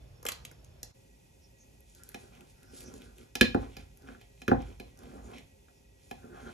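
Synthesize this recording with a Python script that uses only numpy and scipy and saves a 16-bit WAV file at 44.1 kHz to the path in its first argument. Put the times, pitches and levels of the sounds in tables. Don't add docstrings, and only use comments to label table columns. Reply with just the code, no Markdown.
import sys
import numpy as np
from scipy import signal
from scipy.fft import rfft, irfft, next_fast_len
from scipy.io import wavfile
from scipy.ndimage import uniform_filter1d

SR = 44100
rng = np.random.default_rng(int(sys.argv[2]) if len(sys.argv) > 2 else 0)


def voltage_ratio(decibels):
    exponent = np.asarray(decibels, float) / 20
    return 10 ** exponent


def digitize_waveform(pressure):
    field = np.atleast_2d(pressure).T
    bounded = np.clip(field, -1, 1)
    quanta = np.round(bounded * 32767).astype(np.int16)
    wavfile.write(sys.argv[1], SR, quanta)


N = 287973
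T = np.arange(N) / SR
FFT_LEN = next_fast_len(N, True)
FFT_HZ = np.arange(FFT_LEN // 2 + 1) * SR / FFT_LEN + 1e-3

# start_s, peak_db, centre_hz, pan_knock_peak_db
CRACKLES = [(0.2278, -42, 1030, -44.5), (0.2518, -29, 940, -29), (0.2641, -21.5, 2500, -64),
            (0.2861, -20, 2280, -31), (0.2935, -30.5, 2750, -44), (0.3186, -26.5, 4640, -40),
            (0.4499, -29.5, 2730, -46), (0.5129, -39.5, 1200, -49), (0.6444, -47, 6300, -70),
            (0.83, -28, 6600, -43)]
# time_s, level_db
RUSTLE = [(0.0, -83), (0.24, -74), (0.3, -55), (0.42, -64), (0.6, -83), (0.93, -78)]
# freq_hz, level_db
PAPER_SHAPE = [(300, 1), (1000, 23), (2600, 2), (6000, 4.5), (12000, -14), (15500, -34.5)]
# freq_hz, level_db (per Hz)
PAN_AIR = [(30, 5.5), (100, 4), (300, -6.5), (600, -5.5), (1200, -21.5), (2500, -20.5), (4000, -24.5),
           (5600, -26.5), (9000, -22.5), (12000, -32.5), (15000, -34)]
# freq_hz, level_db (per Hz)
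PLATE_AIR = [(30, -4.5), (130, -2.5), (260, -6.5), (500, -17), (900, -17.5), (1150, -32.5), (1600, -29.5),
             (2500, -24), (4100, -27.5), (6000, -26), (9000, -19.5), (12000, -36.5), (15000, -26.5)]
# centre_hz, width_hz, pan_scene_db, plate_scene_db
WHINES = [(400, 15, -80, -74), (536.8, 15, -99, -74), (1918, 18, -90, -78), (2520, 57, -82, -79.5),
          (3490, 35, -83, -88), (4550, 20, -88, -98), (5400, 30, -80, -89.5), (6080, 40, -89, -84)]
# centre_s, length_s (between 1/e points), centre_hz, rms_db before the swell
SWISHES = [(1.447, 0.057, 5400, -69), (1.616, 0.057, 6400, -65), (2.744, 0.27, 5340, -72),
           (2.872, 0.057, 5860, -57.5), (5.257, 0.051, 6900, -64.5), (5.766, 0.076, 5420, -76),
           (6.051, 0.056, 7180, -71.5), (6.458, 0.12, 6530, -74.5)]
# start_s, peak_db, centre_hz
TICKS = [(1.5873, -59, 6600), (1.8058, -43.5, 11200), (1.8983, -48, 7750), (1.949, -43.5, 8000),
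         (2.035, -36, 10670), (2.0902, -34.5, 12200), (2.1177, -45, 2340), (2.351, -50, 3000),
         (2.408, -43, 2830), (2.631, -45, 2760), (2.806, -34.5, 10460), (2.838, -43, 6250),
         (2.9394, -38.5, 6700), (3.019, -42, 2870), (3.1828, -41.5, 2550), (3.9728, -44, 12920),
         (4.0216, -52, 5640), (4.62, -44, 6600), (4.6628, -61, 2470), (4.974, -49, 6460),
         (4.99, -44.5, 6830), (5.0343, -47.5, 3540), (5.316, -45, 2600), (5.3837, -41.5, 2600),
         (6.14, -69, 2340)]
# full_from_s, hold_s, blade_on_glaze_db, wet_squelch_db
CUTS = [(1.89, 0.29, -80, -64.5), (2.2, 0.068, -73, -65), (2.34, 0.019, -66, -81), (2.49, 0.018, -74, -65),
        (2.75, 0.079, -66.5, -57.5), (2.88, 0.18, -71.5, -63.5), (3.19, .03, -66.5, -65),
        (3.62, 0.01, -62.5, -62.5), (3.72, 0.0099, -63, -70), (3.8, 0.0082, -62, -68),
        (4.08, .06, -68.5, -70), (4.21, 0.013, -65, -89.5), (4.39, .03, -73, -69), (4.6, 0.028, -63.5, -74),
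        (4.67, 0.019, -62.5, -64.5), (4.85, .05, -70, -83), (5.02, 0.16, -71, -68.5),
        (5.26, 0.052, -66.5, -65), (5.34, 0.047, -61, -64), (6.0, 0.12, -75.5, -68.5),
        (6.17, 0.024, -74, -82.5), (6.37, 0.19, -65, -65.5)]
# freq_hz, level_db
SQUELCH = [(1500, -19.5), (3500, -3), (6000, -1), (9000, 7.5), (12000, -8), (15000, -29)]
# full_from_s, hold_s, drag_db, foot_rub_db
PUSHES = [(2.0, .12, -67, -69.5), (2.2, 0.034, -60.5, -73.5), (2.33, 0.1, -60.5, -73),
          (2.62, 0.022, -86, -70.5), (2.7, 0.13, -63.5, -70), (2.84, .12, -55, -70.5),
          (3.02, 0.064, -58.5, -68.5), (3.19, .04, -60.5, -71), (3.6, 0.021, -48.5, -63.5),
          (3.8, 0.0067, -57, -67.5), (4.07, 0.032, -53.5, -62), (4.6, 0.075, -53, -69.5),
          (4.83, 0.034, -60, -88.5), (5.02, 0.17, -51.5, -68), (5.26, 0.087, -50.5, -69),
          (6.245, 0.025, -57.5, -65.5), (6.33, 0.16, -53.5, -60)]
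# start_s, plate_db, table_db, contact_ms, bending_db
TAPS = [(2.144, -34.5, -39.5, 0.08, -43.5), (3.3534, -27.5, -37.5, 0.036, -40.5),
        (3.4103, -8.5, -13.5, 0.085, -37.5), (3.7671, -40, -43.5, 0.047, -52.5),
        (4.2125, -52, -63, 0.045, -61), (4.4177, -40.5, -47.5, 0.066, -52.5),
        (4.7985, -38, -39.5, 0.068, -47.5), (6.1111, -33, -40.5, 0.123, -40.5)]
# start_s, plate_db, table_db, foot_db, bending_db
LANDINGS = [(3.5459, -38, -16.5, -33.5, -26), (4.0871, -53, -44, -47.5, -66), (4.149, -60, -51, -53, -63),
            (4.4797, -26, -21, -27.5, -49.5), (4.4889, -59, -24, -43, -42), (4.515, -41.5, -12.5, -28, -21),
            (5.684, -59.5, -82.5, -64, -63)]
# freq_hz, level_db, t60_s (unchoked)
PLATE = [(1671, -2, 0.051), (1827, -20.5, .1), (2167, -20, 0.2), (2470, -1.5, 0.031), (2877, -13.5, 0.084),
         (3101, -4.5, 0.046), (3330, -21.5, 0.16), (3576, -11, 0.1), (4068, -9.5, 0.21),
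         (4450, -23.5, 0.077), (4860, -14.5, 0.11), (5350, -9.5, 0.1), (6260, -11.5, 0.17), (6810, -22, .1),
         (7930, -17, .12), (10700, -26, 0.17), (13350, -15.5, 0.19)]
# freq_hz, level_db, t60_s (unchoked)
BENDING = [(736.5, 3.5, 0.18), (820, -7.5, 0.016), (799, -0.5, 0.24), (1000, -6.5, 0.049)]
# freq_hz, level_db, t60_s (unchoked)
FOOT = [(1240, -12.5, 0.085), (1400, -6.5, 0.051), (1488, 0.5, 0.032), (1600, -10.5, 0.075)]
# freq_hz, level_db, t60_s (unchoked)
TABLE = [(52, -15, 0.29), (97.3, -20.5, 0.12), (121.5, -6.5, 0.083), (165, -11, 0.093), (199, -7, 0.071),
         (244.3, -1, 0.066), (264.9, -2, .1), (308, -6.5, 0.12), (360, -2, 0.082), (405, -7, 0.058),
         (498, -13.5, 0.28)]
# freq_hz, t60_s
ROOM_T60 = [(100, 0.28), (1000, 0.22), (4000, 0.3), (12000, 0.067)]
# freq_hz, left_minus_right_db
PORT_PAN = [(100, -1.5), (300, -4), (900, -0.5), (3500, -2), (5500, -8)]
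# freq_hz, lag_rad
NEAR_LAG = [(20, .15), (90, .25), (180, .5), (350, .95), (700, 1.9), (1100, 4.), (1600, 5.6), (2500, 5.8),
            (5000, 5.6)]
# freq_hz, lag_rad
AIR_LAG = [(20, .01), (300, 0.72), (800, 2.6), (1500, 0.47), (2300, 6.86), (5000, 7.7)]
# freq_hz, half_turns (odd opposite, even alike)
TREBLE_PHASE = [(6200, 2), (8450, 3), (9900, 3), (11200, 4), (13500, 4), (14800, 5)]

CUT_S = 0.93
AIR_GAIN_PAN_DB, AIR_GAIN_PLATE_DB = -61, -65
RUMBLE_PAN_DB, RUMBLE_PLATE_DB = -55, -62.5
RUMBLE_WAVER_DB = 1
PUSH_RUMBLE_DB = -7.5
SHAKE_DB, SHAKE_RISE_S, SHAKE_FADE_S = -25, 0.02, 0.098
PUSH_RISE_DB_S, PUSH_FALL_DB_S = 249, 196.5
CUT_RISE_DB_S, CUT_FALL_DB_S = 303, 248.5
WET_FLUTTER_DB, FOOT_GRIT_DB = 2.5, 1.5
GLAZE_DAMPING = 18.0
SNAP_RISE_S, THUD_RISE_S = 0.001, 0.0017
TAP_FOOT_DB = -21
LANDING_CONTACT_MS = 0.1
LINGER = 0.22
LINGER_DB_PER_DB = 4.1
MONO_HZ = 6300


def on_log(table, hz):
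    freq_hz, value = np.transpose(table)
    return np.interp(np.log(hz), np.log(freq_hz), value)


def unit(x):
    return x / np.sqrt(np.mean(x ** 2))


def colour(x, table):
    spectrum = rfft(x, FFT_LEN) * voltage_ratio(on_log(table, FFT_HZ))
    return unit(irfft(spectrum, FFT_LEN)[:N])


def walk(rate_hz):
    hold = int(SR / rate_hz)
    steps = np.repeat(rng.standard_normal(N // hold + 1), hold)
    return unit(uniform_filter1d(uniform_filter1d(steps, hold), hold)[:N])


def grit(spread_db, rate_hz):
    hits = rng.random(N) < rate_hz / SR
    return hits * rng.standard_normal(N) * voltage_ratio(spread_db * rng.exponential(size=N))


def band(x, hz, width_hz):
    return signal.lfilter(*signal.iirpeak(min(hz, SR / 2.3), hz / width_hz, SR), x)


def add(out, start_s, x):
    i = int(start_s * SR)
    out[i:i + len(x)] += x[:N - i]


def snap(hz, width_hz, fade_s):
    t = T[:SR // 10]
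    burst = rng.standard_normal(len(t)) * np.exp(-t / fade_s) * (1 - np.exp(-t / SNAP_RISE_S))
    x = band(burst, hz, width_hz) + 0.5 * band(burst, 8000.0, 4700.0)
    return x / np.abs(x).max()


def strokes(rows, rise_db_s, fall_db_s):
    t = np.arange(0, N / SR, 1e-3)
    full_s, hold_s, *layers_db = np.transpose(rows)[:, :, None]
    before_db = (full_s - t) * rise_db_s
    after_db = (t - full_s - hold_s) * fall_db_s
    under_db = np.maximum(np.maximum(before_db, after_db), 0)
    return [np.interp(T, t, np.sqrt(np.sum(voltage_ratio(top_db - under_db) ** 2, axis=0))) for top_db in layers_db]


def paper():
    rustle_gain = voltage_ratio(np.interp(T, *np.transpose(RUSTLE)))
    out = rustle_gain * colour(grit(1.4, 4000), PAPER_SHAPE) * (T < CUT_S)
    for start_s, peak_db, hz, knock_db in CRACKLES:
        add(out, start_s, voltage_ratio(peak_db) * snap(hz, hz * 0.48, 0.0026))
        knock = band(band(snap(610.0, 1300.0, 0.0045), 230.0, 1050.0), 230.0, 1100.0)
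        add(out, start_s, voltage_ratio(knock_db) * knock / np.abs(knock).max())
    return out


def shaking():
    gain = voltage_ratio(np.where(T < CUT_S, RUMBLE_PAN_DB, RUMBLE_PLATE_DB) + RUMBLE_WAVER_DB * walk(12))
    gain += voltage_ratio(PUSH_RUMBLE_DB) * strokes(PUSHES, PUSH_RISE_DB_S, PUSH_FALL_DB_S)[0]
    t = T[:SR]
    shake = (1 - np.exp(-t / SHAKE_RISE_S)) * np.exp(-t / SHAKE_FADE_S)
    for start_s, _, table_db, *_ in TAPS + LANDINGS:
        add(gain, start_s, voltage_ratio(table_db + SHAKE_DB) * shake)
    return gain


def kitchen():
    at_pan = T < CUT_S
    noise = rng.standard_normal((3, N))
    shared, left, right = (np.where(at_pan, colour(x, PAN_AIR), colour(x, PLATE_AIR)) for x in noise)
    air_gain = voltage_ratio(np.where(at_pan, AIR_GAIN_PAN_DB, AIR_GAIN_PLATE_DB) + 0.8 * walk(11))
    air = (0.17 * shared + 1.536 * np.array([left, right])) * air_gain
    for hz, width_hz, pan_db, plate_db in WHINES:
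        whine = unit(band(rng.standard_normal(N), hz, width_hz))
        air += voltage_ratio(np.where(at_pan, pan_db, plate_db)) * whine
    rumble_shape = [(25, -31.5), (52, 0.5), (70, -10.0), (95, -10.0), (140, -13.5), (300, -78.5)]  # freq_hz, level_db
    rumble = colour(rng.standard_normal(N), rumble_shape)
    dip = 1 - np.exp(-((T - CUT_S) / 0.015) ** 2)
    return (air + rumble * shaking()) * dip


def rubbed(modes, damping, rate_hz, grit_db=3.0):
    rub = grit(grit_db, rate_hz)
    body = sum(voltage_ratio(db) * band(band(rub, f, damping / t60), f, 0.6 * f) for f, db, t60 in modes)
    return voltage_ratio(2.7 * walk(35)) * unit(body)


def sawing():
    drag, foot = strokes(PUSHES, PUSH_RISE_DB_S, PUSH_FALL_DB_S)
    blade, wet = strokes(CUTS, CUT_RISE_DB_S, CUT_FALL_DB_S)
    out = drag * (rubbed(TABLE[3:], 2.0, 1100) + 0.45 * rubbed(BENDING, 8.0, 2200))
    out += foot * rubbed(FOOT, 2.8, 3500, FOOT_GRIT_DB)
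    out += blade * rubbed(PLATE[2:12], GLAZE_DAMPING, 3100)
    out += wet * voltage_ratio(WET_FLUTTER_DB * walk(38)) * colour(grit(2.0, 8000), SQUELCH)
    for centre_s, length_s, hz, db in SWISHES:
        t = T[:int(3 * length_s * SR)] - 1.5 * length_s
        hiss = unit(band(band(rng.standard_normal(len(t)), hz, 910.0), hz, 910.0))
        add(out, centre_s + t[0], voltage_ratio(db) * np.exp(-(t / length_s * 2) ** 2) * hiss)
    for start_s, peak_db, hz in TICKS:
        add(out, start_s, voltage_ratio(peak_db) * snap(hz, hz / 3, 0.00059))
    return out


def ring(modes, rise_s, dull_db=0, beat_hz=9.6, linger=0.1, choke_s=0.014):
    f, db, t60 = np.transpose(modes)[:, :, None]
    t = T[:SR // 2]
    detune, scatter_db = rng.standard_normal((2, len(f), 1))
    twin_f = f + beat_hz * (1 + np.abs(detune)) * np.sign(detune)
    pair = np.sin(2 * np.pi * f * t) + np.sin(2 * np.pi * twin_f * t)
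    level = voltage_ratio(db + np.reshape(dull_db, (-1, 1)) + scatter_db)
    x = level * pair * np.exp(-np.log(1000) * t / t60)
    choke = linger + (1 - linger) * np.exp(-(t / choke_s) ** 2)
    return x.sum(0) * (1 - np.exp(-t / rise_s)) * choke / np.sqrt(np.sum(voltage_ratio(db) ** 2))


def blows():
    out = np.zeros(N)
    f = np.array(PLATE)[:, 0]
    taps = [(s, plate, table, ms, bend, plate + TAP_FOOT_DB) for s, plate, table, ms, bend in TAPS]
    landings = [(s, plate, table, LANDING_CONTACT_MS, bend, foot) for s, plate, table, foot, bend in LANDINGS]
    for start_s, plate_db, table_db, contact_ms, bending_db, foot_db in taps + landings:
        corner_hz = 250 / contact_ms
        dull_db = -10 * np.log10(1 + (f / corner_hz) ** 4)
        dull_db[:2] += 0.29 * plate_db
        dull_db[4:] += 0.15 * plate_db
        linger = LINGER * voltage_ratio(LINGER_DB_PER_DB * plate_db)
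        plate = ring(PLATE, 0.00063, dull_db, linger=linger)
        crack = snap(3100.0, 6500.0, 0.0018)
        foot = ring(FOOT, 0.00034, choke_s=0.009)
        bending = ring(BENDING, 0.00071, linger=0.46)
        thud = ring(TABLE, THUD_RISE_S, beat_hz=8.2, linger=0.26, choke_s=0.03)
        add(out, start_s, voltage_ratio(plate_db) * plate)
        add(out, start_s, voltage_ratio(plate_db + 7.5 - 110 * contact_ms) * crack)
        add(out, start_s, voltage_ratio(foot_db) * foot)
        add(out, start_s + 0.0011, voltage_ratio(bending_db) * bending)
        add(out, start_s + 0.00404, voltage_ratio(table_db) * thud)
    return out


def room(x):
    t = T[:SR // 2]
    tail = 0
    for hz in 125 * 2.0 ** np.arange(8):
        noise = band(rng.standard_normal((2, len(t))), hz, hz * 0.51)
        tail = tail + noise * np.exp(-np.log(1000) * t / on_log(ROOM_T60, hz))
    tail = tail * np.clip(t / 0.0013, 0, 1)
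    return signal.fftconvolve(x[None], tail / np.sqrt(np.sum(tail ** 2) / 2), axes=1)[:, :N]


def ports(x, lag_table):
    left, right = rfft(x, FFT_LEN)
    treble_share = 1 / (1 + (MONO_HZ / FFT_HZ) ** 8)
    bass_share = 1 / (1 + (FFT_HZ / 210.0) ** 2)
    right = right + (left - right) * (treble_share + bass_share)
    treble_rad = [(f, half_turns * np.pi) for f, half_turns in TREBLE_PHASE]
    phase_rad = on_log(lag_table + treble_rad, FFT_HZ)
    pan = voltage_ratio(on_log(PORT_PAN + [(MONO_HZ, 0)], FFT_HZ) / 2)
    return irfft(np.array([left * pan, right * np.exp(-1j * phase_rad) / pan]), FFT_LEN)[:, :N]


def scene():
    near = blows() + paper() + sawing()
    return ports(near + voltage_ratio(-6.5) * room(near), NEAR_LAG) + ports(kitchen(), AIR_LAG)


def band_limit(x):
    return signal.sosfilt(signal.butter(12, 15720, fs=SR, output="sos"), x)


def record(dry):
    low_cut = signal.butter(3, 40.0, "high", fs=SR, output="sos")
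    high_cut = signal.butter(8, 14200.0, fs=SR, output="sos")
    mix = signal.sosfilt(np.vstack([low_cut, high_cut]), dry)
    return band_limit(mix)


dry = scene()
out = record(dry)
digitize_waveform(out)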